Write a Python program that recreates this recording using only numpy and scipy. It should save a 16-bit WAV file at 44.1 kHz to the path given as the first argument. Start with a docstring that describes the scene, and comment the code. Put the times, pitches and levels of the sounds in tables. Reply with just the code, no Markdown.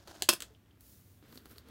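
"""A faint shuffle, then a small hard object clicks in the fingers, snaps down on the desk and settles.
The microphone is close above a cutting mat in a small quiet room. Each contact is a short crack;
the hardest set object and desk ringing. A hand then slides over a sheet of paper and a second sheet
is drawn in, its friction rustling, the paper ticking as it flexes. A low room rumble lies under it all."""
import sys
import numpy as np
from scipy import signal
from scipy.fft import rfft, irfft, next_fast_len
from scipy.io import wavfile
from scipy.ndimage import uniform_filter1d, map_coordinates

SR = 44100
rng = np.random.default_rng(int(sys.argv[2]) if len(sys.argv) > 2 else 0)


def to_wav(sig):
    """Store sig (one row per channel, or 1-D mono) as 16-bit WAV at the path in sys.argv[1].

    Samples outside -1..1 are clipped; the rate is SR.
    """
    pcm = np.clip(np.atleast_2d(sig), -1, 1) * 32767
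    pcm = np.round(pcm).astype(np.int16)
    wavfile.write(sys.argv[1], SR, pcm.T)  # frames by channels


N = 74970

RUMBLE_COLOUR = [(25, -36.5), (45, -14.5), (65, -3), (95, -5), (160, -11.5), (255, -12.5), (400, -21),
                 (750, -30.5), (1500, -31), (3200, -35.5), (5300, -46), (15500, -46)]  # room tone: f/Hz, level/dB
ROOM_DECAY = [(150, 0.25), (400, 0.057), (1200, 0.15), (15000, 0.12)]  # reverberation of the small room: f/Hz, t60/s
# object, hands and arms bump the desk softly: t/s, level/dB, f/Hz, t60/s
DESK_BUMPS = [(0.212, -51, 83.4, 0.2), (0.2249, -36.5, 400, .035), (.2245, -37.5, 750.5, .024),
              (0.421, -54.5, 61, 0.44), (.485, -55, 63, 0.26), (0.504, -55, 436, 0.14),
              (.815, -45, 58.06, 0.11), (0.992, -57, 93.84, 0.36), (1.2266, -52, 288, .07),
              (1.327, -51.5, 302, 0.052), (1.356, -49, 259.3, 0.18), (1.357, -37.5, 450, 0.012),
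              (1.449, -52, 55, .15), (1.558, -55.5, 416, 0.15)]

# Four rubbing sounds, each a stroke (t/s, level/dB) and a colour (f/Hz, level/dB).
# hand and paper shuffle on the mat
SHUFFLE_STROKE = [(0, -62.5), (.04, -66), (.07, -65), (.08, -52), (.11, -53), (.13, -61.5), (.147, -52.5),
                  (.17, -58.5), (.185, -59), (.21, -59.5), (.3, -75), (.43, -61.5), (.52, -70.5),
                  (.58, -80)]
SHUFFLE_COLOUR = [(120, -35), (230, -16), (310, 0), (490, -15), (585, -1.5), (840, -9), (1300, -14),
                  (1550, -11), (2300, -21.5), (3300, -15.5), (6600, -18), (7600, -22.5), (15500, -29.5)]
# fingers glide on paper
GLIDE_STROKE = [(.78, -92.5), (.81, -65), (.87, -60), (.94, -59.5), (1.03, -67), (1.1, -66.5), (1.2, -71),
                (1.3, -90.5)]
GLIDE_COLOUR = [(880, -39.5), (1500, -18), (2570, -14), (4310, -7.5), (4660, -8), (6960, -5), (7670, -9),
                (9330, -5.5), (15500, -1.5)]
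# the second sheet scrapes dully
SCRAPE_STROKE = [(1.2, -93), (1.23, -65), (1.3, -63), (1.36, -64.5), (1.41, -65.5), (1.44, -70.5),
                 (1.465, -60.5), (1.49, -69), (1.515, -58), (1.54, -64.5), (1.57, -63.5), (1.65, -68),
                 (1.69, -58.5)]
SCRAPE_COLOUR = [(100, -14.5), (240, 0), (430, -5), (800, -18), (1400, -11), (2500, -18.5), (3700, -17),
                 (6000, -26), (15000, -39)]
# it hisses as it skims the mat
SKIM_STROKE = [(1.2, -81), (1.27, -71), (1.32, -62.5), (1.36, -58), (1.42, -70), (1.47, -69),
               (1.515, -57.5), (1.55, -68.5), (1.585, -62), (1.63, -81.5), (1.7, -72.5)]
SKIM_COLOUR = [(1500, -25.5), (4500, -6.5), (7000, -8.5), (10500, -8), (12500, -1), (14000, -3),
               (15500, -3.5)]

# paper ticks and finger taps: t/s, level/dB at each of the four TICK_BANDS, t60/s
PAPER_TICKS = [(.075, -47, -47.5, -46, -52, 0.026), (0.8083, -70, -62, -60.5, -49.5, 0.022),
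               (1.2265, -48, -55, -65, -74, .03), (1.326, -39, -50, -52, -63, 0.033),
               (1.3566, -43, -50, -54, -53, 0.011), (1.3746, -38, -52, -45.5, -54, 0.045),
               (1.4569, -39.5, -47, -53, -50.5, 0.028), (1.5594, -55, -55, -56, -68, 0.033),
               (1.5823, -50, -48.5, -45, -48, .015), (1.6862, -47, -54.5, -59.5, -55, .02)]
TICK_BANDS = [300, 1400, 4300, 11000]  # f/Hz
SHEET_COLOUR = [(40, -16), (150, -3), (300, 4.5), (850, -1), (1250, 5), (2400, -4), (3750, 1), (4350, 7),
                (5300, -5), (11000, -2)]  # the sheet's own colour, added to each tick: f/Hz, level/dB
PAPER_PINGS = [(.549, -48.5, 3090), (.659, -59, 3150), (.709, -51.5, 3149), (1.3754, -41.5, 4270),
               (1.5825, -43, 4060)]  # narrow pings of flexed paper: t/s, level/dB, f/Hz

# light, papery taps as the object settles: t/s, level/dB, tilt/(dB per octave)
SETTLING_TAPS = [(0.4045, -34.5, -0.5), (.408, -41.5, -5), (0.4217, -31, -1.5), (0.4250, -37.5, -3),
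                 (0.433, -44, -2.5)]
TAP_COLOUR = [(100, -26), (450, -7), (880, -20), (1280, -5.5), (2100, -7.5), (3130, 0.5), (4150, -0.5),
              (5400, -6), (8100, 2.5), (9800, -7.5), (16000, -6)]  # f/Hz, level/dB
# hollow clack of the object in the fingers: t/s, level/dB, tilt/(dB per octave)
FINGER_CLICKS = [(0.2109, -53, -4.5), (0.2222, -18.5, -1.5), (.2258, -29, -2), (.2318, -35, -2)]
CLICK_COLOUR = [(100, -18), (260, -14), (390, -6.5), (530, -13), (750, -5), (930, -12.5), (1400, -25.5),
                (1680, -4), (1880, -15.5), (2100, -6.5), (2380, -12), (2900, 0), (3650, -5.5), (4200, 5),
                (4900, -1), (5500, -11.5), (6100, -2.5), (7200, 1), (9500, -5.5), (16000, -10.5)]  # f/Hz, level/dB
# the object strikes the desk: t/s, level/dB, thump/dB, tilt/(dB per octave)
DESK_KNOCKS = [(0.2885, -18, -3, -2.5), (.2902, -10.5, -3, 0), (0.2933, -20.5, -3, 1.5),
               (0.3297, -30, 8.5, -1.5), (0.335, -28.5, -7, 2)]
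KNOCK_COLOUR = [(40, -27), (130, -13.5), (285, -7), (345, 3), (450, -4.5), (590, 3.5), (830, -4.5),
                (1070, 3), (1350, -2.5), (1600, -1.5), (2050, -6.5), (2660, 4.5), (3000, -2.5), (3300, 3),
                (3900, -2.5), (5100, 3), (5800, -2.5), (7700, -3), (10000, -.5), (16000, -10)]  # f/Hz, level/dB
# what object and desk ring with: f/Hz, relative level/dB, t60/s
DESK_MODES = [(150, -18.5, .14), (225, -10.5, 0.099), (340.3, -5, .135), (365.3, -10.5, .15),
              (583, -5.5, 0.072), (780.3, -7.5, .07), (1053, -12, 0.092), (1154, -9.5, .1), (1617, -13, .1),
              (2642, 1.5, .1), (3200, -5.5, .09), (3650, -6, 0.12), (4350, -6, .12), (5240, -4, 0.15)]

FILTER_SIZE, GRAINS_PER_S = 8192, 2100


def amp(db):
    """Decibels to gain."""
    return 10 ** (np.asarray(db) / 20)


def unit(x):
    """Scale to rms 1."""
    return x / np.sqrt(np.mean(x ** 2) + 1e-20)


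def freqs(size=FILTER_SIZE):
    """The frequency grid of a filter."""
    return np.fft.rfftfreq(size, 1 / SR)


def along(points, hz):
    """Interpolate (f/Hz, value) points on a log frequency axis."""
    f, values = np.transpose(points)
    return np.interp(np.log(hz + 1), np.log(f + 1), values)


def tilt(db_per_octave):
    """A treble slope in dB, pivoting at 4 kHz and level below 500 Hz."""
    return db_per_octave * np.log2(np.maximum(freqs(), 500) / 4000)


def wobble(rate):
    """A smooth random curve, rate knots a second."""
    knots = rng.standard_normal(int(N * rate / SR) + 4)
    return map_coordinates(knots, [np.arange(N) * rate / SR])


def delayed(x, start):
    """x placed at start seconds, over the whole length of the scene."""
    return np.pad(x, (max(round(start * SR), 0), N))[:N]


def noise(colour):
    """Steady coloured noise of rms 1."""
    size = next_fast_len(N)
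    spectrum = rfft(rng.standard_normal(size)) * amp(along(colour, freqs(size)))
    return unit(irfft(spectrum, size)[:N])


def coloured(x, gain_db):
    """Minimum-phase filter: nothing sounds ahead of the attack."""
    cepstrum = irfft(np.log(amp(gain_db) + 1e-6))
    cepstrum[1:FILTER_SIZE // 2] *= 2
    cepstrum[FILTER_SIZE // 2 + 1:] = 0
    return irfft(rfft(x, FILTER_SIZE) * np.exp(rfft(cepstrum)))


def room_tone(rumble_db=-63, hum_db=-69, hum_hz=100):
    """The bed of the quiet room: low rumble and a wavering hum."""
    phase = 2 * np.pi * hum_hz * np.arange(N) / SR + 0.33 * wobble(2.0)
    hum = np.sin(phase) * amp(3.3 * wobble(3.5))
    return amp(rumble_db) * noise(RUMBLE_COLOUR) + amp(hum_db) * unit(hum)


def in_room(x, wet_db, gap_s=.004):
    """The direct sound reaches the microphone first, then the room's diffuse answer."""
    hz, t, bands = signal.stft(rng.standard_normal(SR // 2), SR, nperseg=256)
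    decay = amp(-60 * t / along(ROOM_DECAY, hz)[:, None])
    tail = signal.istft(bands * decay, SR, nperseg=256)[1]
    reverb = signal.fftconvolve(x, tail / np.linalg.norm(tail))
    return delayed(x, 0) + amp(wet_db) * delayed(reverb, gap_s)


def desk_bumps():
    """The desk booms faintly when touched or leant on."""
    t, out = np.arange(N) / SR, np.zeros(N)
    for start, db, hz, t60 in DESK_BUMPS:
        attack = 1 - np.exp(-t * hz)  # rises in about one cycle
        out += delayed(amp(db - 60 * t / t60) * attack * np.sin(2 * np.pi * hz * t), start)
    return out


def rub(stroke, colour, grain_db):
    """Friction: a hiss broken into tiny slips, following the level of the stroke."""
    times, db = np.transpose(stroke)
    slips = unit(noise(colour) * amp(grain_db * wobble(GRAINS_PER_S)))
    return amp(np.interp(np.arange(N) / SR, times, db)) * slips


def hands(stick_db=2.1, sticks_per_s=130):
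    """A hand catches and slips on the mat, then glides over the paper."""
    catching = amp(stick_db * wobble(sticks_per_s))
    shuffle = catching * rub(SHUFFLE_STROKE, SHUFFLE_COLOUR, grain_db=3.0)
    return shuffle + rub(GLIDE_STROKE, GLIDE_COLOUR, grain_db=1.5)


def second_sheet():
    """Paper drawn across the mat: a dull scrape under a bright hiss."""
    scrape = rub(SCRAPE_STROKE, SCRAPE_COLOUR, grain_db=1.37)
    return scrape + rub(SKIM_STROKE, SKIM_COLOUR, grain_db=3.5)


def crack(colour_db, t60, spike_db=-2, spike_t60=.0066):
    """One contact: a spike at the first instant over dense, quickly dying vibration."""
    t = np.arange(SR // 8) / SR
    fade = amp(-60 * t / t60) + amp(spike_db - 60 * t / spike_t60)
    x = rng.standard_normal(len(t)) * fade
    for _ in range(3):  # even out the spectrum, then restore the fade
        x = irfft(np.exp(1j * np.angle(rfft(x))), len(t))
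        local_rms = np.sqrt(np.abs(uniform_filter1d(x ** 2, size=45)) + 1e-12)
        x = x * fade / local_rms
    return coloured(x, colour_db)


def paper_ticks(ping_width_octaves=.17):
    """Paper and fingertips tick; the flexing sheet pings in a narrow band."""
    out = np.zeros(N)
    for start, *levels, t60 in PAPER_TICKS:
        colour = along(list(zip(TICK_BANDS, levels)), freqs()) + along(SHEET_COLOUR, freqs())
        out += delayed(crack(colour, t60), start)
    for start, db, hz in PAPER_PINGS:
        octaves_off = np.log2((freqs() + 1) / hz)
        band_db = -10 * np.log10(1 + (octaves_off / ping_width_octaves) ** 4)
        out += amp(db) * delayed(crack(band_db, t60=.024), start)
    return in_room(out, wet_db=-12.5)


def object_clicks(contacts, colour, t60):
    """Light contacts of the hard object: bright, short and without a ring."""
    out = np.zeros(N)
    for start, db, slope in contacts:
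        click = crack(along(colour, freqs()) + tilt(slope), t60)
        out += amp(db) * delayed(in_room(click, wet_db=-9), start)
    return out


def desk_ring(ring_db=-20, attack_s=.0018, blur_rad=.5, blur_per_s=160):
    """Every knock feeds the same modes of object and desk, each slightly blurred in phase."""
    t, out = np.arange(N) / SR, np.zeros(N)
    blows = [(np.maximum(t - start, 0), db) for start, db, *_ in DESK_KNOCKS]
    for hz, mode_db, t60 in DESK_MODES:
        energy = sum((np.minimum(age / attack_s, 1) * amp(db - 60 * age / t60)) ** 2
                     for age, db in blows)
        blur = blur_rad * min(hz / 2000, 1) * wobble(blur_per_s)
        tone = np.sin(2 * np.pi * (hz * t + rng.random()) + blur)
        out += amp(ring_db + mode_db) * np.sqrt(energy) * tone
    return out


def object_knocks(thump_hz=604):
    """The snap just below the microphone: each blow cracks and thumps the desk."""
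    out = np.zeros(N)
    for start, db, thump_db, slope in DESK_KNOCKS:
        thump = thump_db / (1 + (freqs() / thump_hz) ** 2)
        knock = crack(along(KNOCK_COLOUR, freqs()) + tilt(slope) + thump, t60=.03)
        out += amp(db) * delayed(in_room(knock, wet_db=-8.5), start)
    return out


def scene(echo_s=.00063, echo_db=-17.5):
    """One close microphone above the mat: contacts and rustles over the room tone."""
    contacts = object_knocks() + desk_ring()
    contacts += object_clicks(FINGER_CLICKS, CLICK_COLOUR, t60=.019)
    contacts += object_clicks(SETTLING_TAPS, TAP_COLOUR, t60=.023)
    contacts += paper_ticks()
    reflection = amp(echo_db) * delayed(contacts, echo_s)  # off a nearby surface
    return (contacts + reflection + desk_bumps() + hands() + second_sheet() + room_tone())[None]


def record(dry):
    """The recorder keeps nothing above its band limit."""
    top_hz = 15900
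    spectrum = rfft(dry, 2 * N) / (1 + (freqs(2 * N) / top_hz) ** 160)
    return irfft(spectrum, 2 * N)[:, :N]


dry = scene()
out = record(dry)
to_wav(out)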